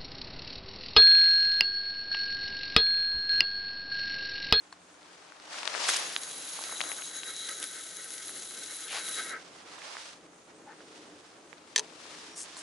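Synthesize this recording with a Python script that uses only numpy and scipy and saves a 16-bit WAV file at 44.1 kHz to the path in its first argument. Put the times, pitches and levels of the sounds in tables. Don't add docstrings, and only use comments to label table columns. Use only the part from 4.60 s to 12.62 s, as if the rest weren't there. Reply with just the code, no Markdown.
import sys
import numpy as np
from scipy.fft import rfft, irfft, next_fast_len
from scipy.io import wavfile
from scipy.ndimage import map_coordinates

SR = 44100
rng = np.random.default_rng(int(sys.argv[2]) if len(sys.argv) > 2 else 0)


def bounce(signal):
    frames = np.transpose(np.atleast_2d(signal))
    limited = np.clip(frames, -1, 1)
    pcm = np.round(limited * 32767).astype(np.int16)
    wavfile.write(sys.argv[1], SR, pcm)


N = 353682

# [t/s, hiss level/dB, spool ring over hiss level/dB, rod ring level/dB]
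LINE = [(1.24, -35, 14, -46), (1.45, -46.5, 11, -46), (1.62, -43.5, 6, -38), (1.82, -43, 8.5, -38),
        (2.13, -42, 13, -29), (2.17, -41.5, 16.5, -36), (2.24, -41, 13, -33), (2.4, -42.5, 11, -35),
        (2.6, -44, 18.5, -35.5), (2.83, -42.5, 20.5, -29), (3.1, -43.5, 10, -33), (3.4, -45.5, 10.5, -35),
        (3.6, -43.5, 7, -33), (3.9, -44, 9.5, -36.5), (4.3, -43.5, 13, -31.5), (4.55, -38, 14.5, -26.5),
        (4.6, -39.5, 20, -21), (4.64, -42, 13, -28), (4.72, -47.5, 16, -23), (4.77, -72, 19, -22),
        (4.82, -104, -4, -39)]
# [f/Hz, relative level/dB]
HISS_TONE = [(800, -31.5), (2500, -12.5), (3400, -5.5), (5000, -8.5), (6500, -4), (8700, -8.5), (10500, -3),
             (12000, -12.5)]
# [f/Hz, width/Hz, relative level/dB]
ROD_MODES = [(464, 160, -10.5), (1297, 46, -2), (1547, 84, -0.5), (1920, 136, -5), (2175, 76, -4)]
# [f/Hz, width/Hz, relative level/dB]
SPOOL_DEEP = [(3885, 40, -1), (3190, 90, -14), (4030, 50, -7)]
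SPOOL_HIGH = [(6630, 46, -1), (6500, 92, -10)]
SPOOL_BROAD = [(4020, 180, 4.5)]
# [f/Hz, width/Hz, relative level/dB]
LIP_MODES = [(10870, 88, 7.5), (10470, 310, -2)]
# [t/s, relative level/dB]
SLAPS = [(1.6342, -23), (2.765, -25), (2.893, -24), (2.913, -22), (3.0, -25), (3.028, -15.5), (3.0405, -21),
         (3.3693, -27), (3.443, -26), (3.5054, -23), (3.5377, -25), (3.63, -27), (3.9088, -25),
         (4.0615, -26), (4.4555, -25), (4.5117, -24), (4.555, -26), (4.6284, -25), (4.646, -28),
         (4.6944, -25)]
SWELL_SLOW_HZ, SWELL_EXTRA_HZ, SLOWING_S = 7.21, 5.28, 1.38
PALM_S, SWELL_PALM_HZ, A_CREST_S = 4.22, 8.39, 2.073
SWELL_DB, SWELL_VARIES_DB = 0.67, 0.85
RINGS_SWELL = 0.97
HIGH_RING_DB, HIGH_FADES_DB_PER_S, HIGH_FOLLOWS_TO_DB = 10, 2.5, 11.5
WHISTLE_DB, WHISTLE_WAVERS_RAD = -22, 1.3
JOLT_DB, JOLT_T60_S = -1, 0.028

# [t/s, relative level/dB]
BAIL = [(7.1598, -24), (7.1607, -2), (7.1618, -2), (7.1664, -13), (7.169, -19), (7.1735, -19),
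        (7.1765, -19), (7.1789, -5), (7.181, -16), (7.1855, -9), (7.1915, -18), (7.1945, -6), (7.1988, -14),
        (7.206, -27)]
# [f/Hz, relative level/dB, time to fall 60 dB/s]
WIRE = [(1800, -4, .014), (2500, -10, .012), (3200, -4, .014), (3900, -4, .01), (4450, -2, .016),
        (5200, -8, .012), (5900, -5, .012), (6200, 2, .021), (7500, -8, .008)]
# [f/Hz, relative level/dB, time to fall 60 dB/s]
BODY = [(436, -10, .17), (465, -14, 0.14), (870, -19, 0.1), (942, -18, 0.11), (1010, -20, 0.08),
        (3890, -30, .13)]
KNOCK_DB, KNOCK_GROWS_DB_PER_S = -8.5, 200
RING_FADES_DB_PER_S = 220

# [t/s, relative level/dB, f/Hz, left over right level/dB]
SNAPS = [(0.721, -42, 1440, 15), (.799, -37.5, 4500, -2), (0.854, -38, 4500, 0), (0.8766, -39, 940, -2),
         (.9423, -36, 1500, -1), (0.972, -35, 3500, 3), (.984, -34, 2500, 6), (1.0304, -30, 2920, 18),
         (1.0315, -32.5, 1200, 6), (1.054, -24.5, 5000, 12), (1.056, -33, 2000, 8),
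         (1.0755, -16.5, 3570, 12), (1.0855, -37, 2500, 8), (1.139, -31, 2000, 6), (1.143, -28, 2200, 13),
         (1.149, -26.5, 1620, 17), (1.29, -16, 1570, -3), (1.3656, -26, 5500, -3),
         (1.5629, -13, 3660, -0.5), (1.989, -33.5, 990, -4), (2.011, -37, 804, 3), (2.038, -23, 4680, -2),
         (2.0932, -35, 1300, 2), (2.124, -32, 1060, 6), (2.2051, -22, 2100, 12), (2.213, -17, 3600, 7.5),
         (2.238, -37, 1450, 19), (2.266, -37, 1200, 3), (2.298, -39.5, 1100, 3), (2.3165, -28, 2160, 17),
         (2.421, -32.5, 2760, 13), (2.6329, -29.5, 3000, 11), (2.8889, -23.5, 4900, -3),
         (3.693, -34, 1710, 0), (5.182, -40, 990, -3), (5.2185, -38, 2100, -5), (5.352, -35.5, 1130, -5),
         (5.3677, -29.5, 1660, -1), (6.205, -43, 1500, -4), (6.9287, -39, 2100, -18), (7.324, -46, 990, 8),
         (7.454, -41, 1000, 2)]
SNAP_CYCLES, CRACK_REACH = 6.9, 1.06

# [peak t/s, rise t/s, fall t/s, dull half level/dB,
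# bright half over dull half level/dB, left over right level/dB]
MOVES = [(.6, 0.44, 0.69, -54, -2, 3.5), (.98, 0.18, 0.44, -43, 3.5, 2), (1.14, 0.14, 0.26, -41, 1, 4),
         (1.22, 0.14, 0.1, -38, 2, 6.5), (1.3, 0.13, 0.11, -38.5, 11.5, 2), (1.39, 0.21, 0.18, -38, 6.5, 1),
         (2.05, 0.99, 0.15, -47, 2, -3), (2.24, 0.12, 0.25, -41.5, -12, 3.5), (4.55, 0.76, 1, -52, 1, -1.5),
         (5.32, 0.3, 0.1, -45, -5.5, -8), (5.45, 0.65, 0.16, -52.5, 9, -0.5),
         (6.35, 0.44, 0.93, -59.5, 5, -0.5), (7.53, 0.69, 0.2, -54, 5, 6),
         (7.68, 0.45, 0.098, -59, 13.5, 0), (8.0, 0.55, 0.11, -53.5, 9, -1.5)]
# [f/Hz, relative level/dB]
CLOTH_TONE = [(120, -56), (200, -23), (391, -9.5), (615, -2.5), (1290, -2), (1520, -3), (2060, -4.5),
              (5440, -6.5), (11000, -19.5), (14300, -51), (22000, -120)]
# [f/Hz, width/Hz, relative level/dB]
CREASES = [(936, 160, 4), (1900, 450, -2), (3620, 1100, 0)]
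REST_DB, REST_BRIGHT_DB = -55, -9.5
ROUNDNESS, DULLS_DB_PER_DB = 1.25, 0.9
POPS_PER_S, POP_DB = 21, 26.5

# [start t/s, peak t/s, end t/s, level/dB, low f/Hz, high f/Hz]
SWISHES_AND_SCUFFS = [(1.282, 1.291, 1.308, -26, 1100, 11000), (1.315, 1.34, 1.4, -36, 2600, 3600),
                      (1.222, 1.235, 1.27, -34, 2300, 7000), (1.33, 1.345, 1.355, -34, 4900, 7500),
                      (1.363, 1.366, 1.374, -28, 3000, 11000), (1.47, 1.53, 1.565, -43, 1500, 7500),
                      (3.02, 3.03, 3.055, -42, 1200, 6000), (4.27, 4.31, 4.35, -41, 1900, 4000),
                      (4.3, 4.36, 4.42, -36.5, 420, 5500), (6.05, 6.09, 6.15, -53, 815, 885),
                      (6.06, 6.11, 6.16, -56, 1200, 1900), (6.22, 6.38, 6.56, -59, 255, 500),
                      (7.7, 7.77, 7.81, -56, 5450, 5750), (7.75, 7.8, 7.86, -40, 5200, 11000),
                      (7.965, 7.975, 8.05, -48, 5200, 10500)]

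# [t/s, relative level/dB]
TICKS = [(0.1266, -34), (7.968, -33.5)]
# [f/Hz, relative level/dB, time to fall 60 dB/s]
FITTING = [(1060, -3, .018), (1620, -3, .013), (4350, 0, .014), (5240, -8, .01), (7240, -4, .009)]

# [t/s, level/dB]
HARBOUR = [(0, -66), (.9, -65.5), (1.2, -57), (2.2, -59.5), (3.3, -60), (4.2, -63), (4.7, -56.5),
           (5.2, -63), (5.7, -60), (6.4, -54.5), (6.9, -61), (7.5, -57.5), (8.02, -57.5)]
# [f/Hz, relative level/dB]
MURMUR_TONE = [(15, -58), (25, -44.5), (173, -7.5), (206, -9.5), (305, 0.5), (394, -3.5), (430, -1.5),
               (468, -3.5), (595, -6.5), (1500, -25), (1950, -31), (3300, -120)]
# [f/Hz, relative level/dB]
AIR_TONE = [(500, -3), (1200, 4), (3000, -29), (6500, 8), (9000, -1.5), (12000, 0)]
# [f/Hz, width/Hz, level/dB]
HUM = [(90.7, 14, -81.5), (178.7, 7.7, -75), (305.3, 10, -71)]
# [f/Hz, level/dB, first chirp t/s, period t/s]
CRICKET = (8120, -68.5, .0222, .10244)

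TOP_HZ = 12400


def amp(db):
    return 10 ** (np.asarray(db) / 20)


def unit(x):
    return x / np.sqrt(np.mean(x ** 2) + 1e-20)


def along(points, hz):
    f, v = np.transpose(points)
    return np.interp(np.log(hz + 1), np.log(f + 1), v)


def curves(rows):
    s, *cols = np.transpose(rows)
    return [np.interp(np.arange(N) / SR, s, c) for c in cols]


def wobble(rate):
    knots = rng.standard_normal(int(N * rate / SR) + 4)
    return map_coordinates(knots, [np.arange(N) * rate / SR])


def filtered(x, response):
    m = next_fast_len(x.shape[-1] + 8192)
    spectrum = rfft(x, m) * response(np.fft.rfftfreq(m, 1 / SR))
    return irfft(spectrum, m)[..., :x.shape[-1]]


def colour(points):
    return lambda hz: amp(along(points, hz))


def modes(rows):
    def response(f):
        total = 0
        for k, (centre, width, db) in enumerate(rows):
            damping = 1j * f * width
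            total = total + (-1) ** k * amp(db) * damping / (centre ** 2 - f ** 2 + damping)
        return total
    return response


def gritty_noise(alike, grit, grit_db, count=N):
    turn = np.arccos(np.clip(alike, 0, 1)) / 2
    mid, side = rng.standard_normal((2, count)) * [[np.cos(turn)], [np.sin(turn)]]
    hits = rng.random(count) < grit / SR
    catches = hits * rng.uniform(-1, 1, count) * amp(grit_db)
    return np.array([mid + side, mid - side]) + catches


def panned(pan_db):
    return amp(np.array([pan_db / 2, -pan_db / 2]))


def add(out, s, x):
    piece = out[..., round(s * SR):][..., :x.shape[-1]]
    piece += x[..., :piece.shape[-1]]


def ringing(level, rows, grit):
    uneven = amp(1.8 * wobble(30))
    return filtered(level * uneven * gritty_noise(0.79, grit, 19), modes(rows))


def swelling():
    t = np.arange(N) / SR
    rate = SWELL_SLOW_HZ + SWELL_EXTRA_HZ * np.exp(-((t - LINE[0][0]) / SLOWING_S) ** 2)
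    turns = np.cumsum(np.where(t < PALM_S, rate, SWELL_PALM_HZ)) / SR
    depth = SWELL_DB + SWELL_VARIES_DB * wobble(5.88)
    return depth * np.cos(2 * np.pi * (turns - turns[round(A_CREST_S * SR)]))


def loop_slaps():
    slaps, jolts, t = np.zeros((2, N)), np.zeros(N), np.arange(SR // 20) / SR
    for s, db in SLAPS:
        burst = rng.standard_normal(len(t)) + 0.14 * rng.standard_normal((2, len(t)))
        add(slaps, s, amp(db - 60 * t / 0.0051) * burst)
        add(jolts, s, amp(db + JOLT_DB - 60 * t / JOLT_T60_S) * rng.standard_normal(len(t)))
    direct = filtered(slaps, colour(HISS_TONE)) * amp(4.5)
    rung = filtered(slaps, modes(SPOOL_DEEP + SPOOL_HIGH + LIP_MODES)) * amp(3.5)
    return direct + rung, filtered(jolts, modes(ROD_MODES))


def line():
    hiss_db, deep_db, rod_db = curves(LINE)
    t = np.arange(N) / SR
    start, stop = LINE[0][0], LINE[-1][0]
    swell = swelling()
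    deep_db = deep_db + RINGS_SWELL * swell
    high_db = np.minimum(deep_db, HIGH_FOLLOWS_TO_DB + RINGS_SWELL * swell)
    high_db = high_db + HIGH_RING_DB - HIGH_FADES_DB_PER_S * (t - start)

    running = np.clip((t - start) / 0.051, 0, 1) * np.clip((stop - t) / 0.023, 0, 1)
    scrape = running * amp(swell + 0.28 * wobble(38) + 0.76 * wobble(110))
    level = scrape * amp(hiss_db)
    hiss = level * unit(filtered(gritty_noise(0.65, 180, 23.4), colour(HISS_TONE)))

    deep_level = level * amp(deep_db)
    spool = ringing(deep_level, SPOOL_DEEP, 53)
    spool = spool + ringing(level * amp(high_db), SPOOL_HIGH, 92)
    spool = spool + ringing(level, SPOOL_BROAD, 60)
    phase = 2 * np.pi * SPOOL_DEEP[0][0] * t + WHISTLE_WAVERS_RAD * wobble(45)
    whistle = amp(WHISTLE_DB) * deep_level * np.sin(phase)
    lip = ringing(level * amp(8.5), LIP_MODES, 130)

    rod_level = scrape * amp(rod_db - .5 * swell + 2.2 * wobble(28))
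    slaps, shaken_rod = loop_slaps()
    rod = ringing(rod_level, ROD_MODES, 60) + shaken_rod
    return (hiss + spool + whistle + lip + slaps) * panned(2.1)[:, None] + rod * panned(0.83)[:, None]


def struck(rows, t):
    total = 0
    for hz, db, t60 in rows:
        phase = rng.normal(0, 2.33) + .5 * rng.standard_normal((2, 1))
        total = total + amp(db + rng.normal(0, 1.8) - 60 * t / t60) * np.sin(2 * np.pi * hz * t + phase)
    return total


def bail():
    out, t = np.zeros((2, N)), np.arange(SR // 4) / SR
    for s, db in BAIL:
        since = s - BAIL[0][0]
        wire = amp(-RING_FADES_DB_PER_S * since) * struck(WIRE, t)
        knock = amp(KNOCK_DB + KNOCK_GROWS_DB_PER_S * since) * struck(BODY, t)
        crack = 5.5 * amp(-60 * t / 0.0008) * rng.choice([-1, 1], len(t))
        grain = rng.standard_normal(len(t)) + .5 * rng.standard_normal((2, len(t)))
        rattle = .95 * amp(-60 * t / .02) * grain
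        thin = filtered(crack + rattle, lambda hz: (1j * hz / (1j * hz + 900)) ** 3)
        add(out, s, amp(db - 17.0) * (wire + thin + knock))
    dulled = filtered(out, lambda hz: 1 / (1 + 1j * hz / 9000 - (hz / 7000) ** 2))
    return dulled * panned(0.98)[:, None]


def snaps():
    out, t = np.zeros((2, N)), np.arange(SR // 20) / SR
    for s, db, hz, pan_db in SNAPS:
        crack = .55 * amp(-60 * t / .004) * rng.standard_normal((2, len(t)))
        crack = filtered(crack, lambda f: 1 / (1 + 1j * f / (CRACK_REACH * hz)) ** 2)
        phase = 0.88 * rng.random((2, 1))
        ring = amp(-60 * t * hz / SNAP_CYCLES) * np.sin(2 * np.pi * hz * t + phase)
        add(out, s + .001, amp(db + 6) * panned(pan_db)[:, None] * (ring + crack))
    return out


def sleeves():
    cloth = unit(filtered(gritty_noise(0.21, 300, 18.0), colour(CLOTH_TONE)))
    dull = filtered(cloth, lambda hz: 1 / (1 + (hz / 1800) ** 2))
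    bright = cloth - dull
    t = np.arange(N) / SR
    dull_power, bright_power = amp(2 * REST_DB), amp(2 * (REST_DB + REST_BRIGHT_DB))
    for peak, rise, fall, db, bright_db, pan_db in MOVES:
        away = np.where(t < peak, (peak - t) / rise, (t - peak) / fall).clip(0)
        drop_db = 10 * away ** ROUNDNESS
        power = amp(2 * (db - drop_db)) * panned(2 * pan_db)[:, None]
        dull_power = dull_power + power
        bright_power = bright_power + power * amp(2 * (bright_db - DULLS_DB_PER_DB * drop_db))

    shape = (len(CREASES), N)
    folds = (rng.random(shape) < POPS_PER_S / SR) * rng.uniform(-1.1, 1, shape)
    pops = amp(POP_DB) * sum(filtered(fold, modes([crease])) for fold, crease in zip(folds, CREASES))
    flutter = amp(0.58 * wobble(40) + 0.99 * wobble(90))
    dull_part = np.sqrt(dull_power) * amp(0.73 * wobble(25)) * (dull + pops)
    bright_part = np.sqrt(bright_power) * amp(1.04 * wobble(25)) * bright
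    return flutter * (dull_part + bright_part)


def swishes_and_scuffs():
    out, t = np.zeros((2, N)), np.arange(SR // 2) / SR
    for start, peak, end, db, low_hz, high_hz in SWISHES_AND_SCUFFS:
        edge = 5 + 2 * low_hz / (high_hz - low_hz)
        band = lambda hz: 1 / (1 + (low_hz / (hz + 1)) ** edge) / (1 + (hz / high_hz) ** edge)
        swell = np.sin(np.pi / 2 * np.interp(t + start, [start, peak, end], [0, 1, 0]))
        noise = unit(filtered(gritty_noise(0.94, 180, 23, count=len(t)), band))
        add(out, start, amp(db) * swell * noise)
    return out * panned(2.5)[:, None]


def ticks():
    out, t = np.zeros((2, N)), np.arange(SR // 20) / SR
    for s, tick_db in TICKS:
        for hz, db, t60 in FITTING:
            fade = amp(tick_db + db + rng.normal(0, 1.5) - 60 * t / t60)
            add(out, s, fade * np.sin(2 * np.pi * hz * t + rng.normal(0, .4, (2, 1))))
    return out


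def cricket():
    hz, db, first, period = CRICKET
    t = np.arange(N) / SR
    chirp = np.clip(.5 + 4.2 * np.cos(2 * np.pi * (t - first) / period), 0, 1)
    song = np.sin(2 * np.pi * hz * t + 0.9 * wobble(90))
    return amp(db + 1.5 * wobble(10)) * chirp * song


def engine():
    hum = np.zeros(N)
    for hz, width, db in HUM:
        hum += amp(db) * unit(filtered(rng.standard_normal(N), modes([(hz, width, 0)])))
    return hum


def harbour():
    low_db, = curves(HARBOUR)
    lapping_db = 1.8 * wobble(9)
    low = amp(low_db + lapping_db) * unit(filtered(gritty_noise(0.93, 0, 0), colour(MURMUR_TONE)))
    high = amp(-64 + 1.5 * wobble(14)) * unit(filtered(gritty_noise(0.2, 30, 11), colour(AIR_TONE)))
    return low + high


def scene():
    small = bail() + snaps() + ticks()
    small = filtered(small, lambda hz: (1j * hz / (1j * hz + 250)) ** 3 / (1 + 1j * hz / 9000))
    return line() + small + sleeves() + swishes_and_scuffs() + cricket() + engine() + harbour()


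def record(dry):
    return filtered(dry, lambda hz: amp(-.1 * np.clip(hz - 11010, 0, None)) * (hz < TOP_HZ))


dry = scene()
out = record(dry)
bounce(out)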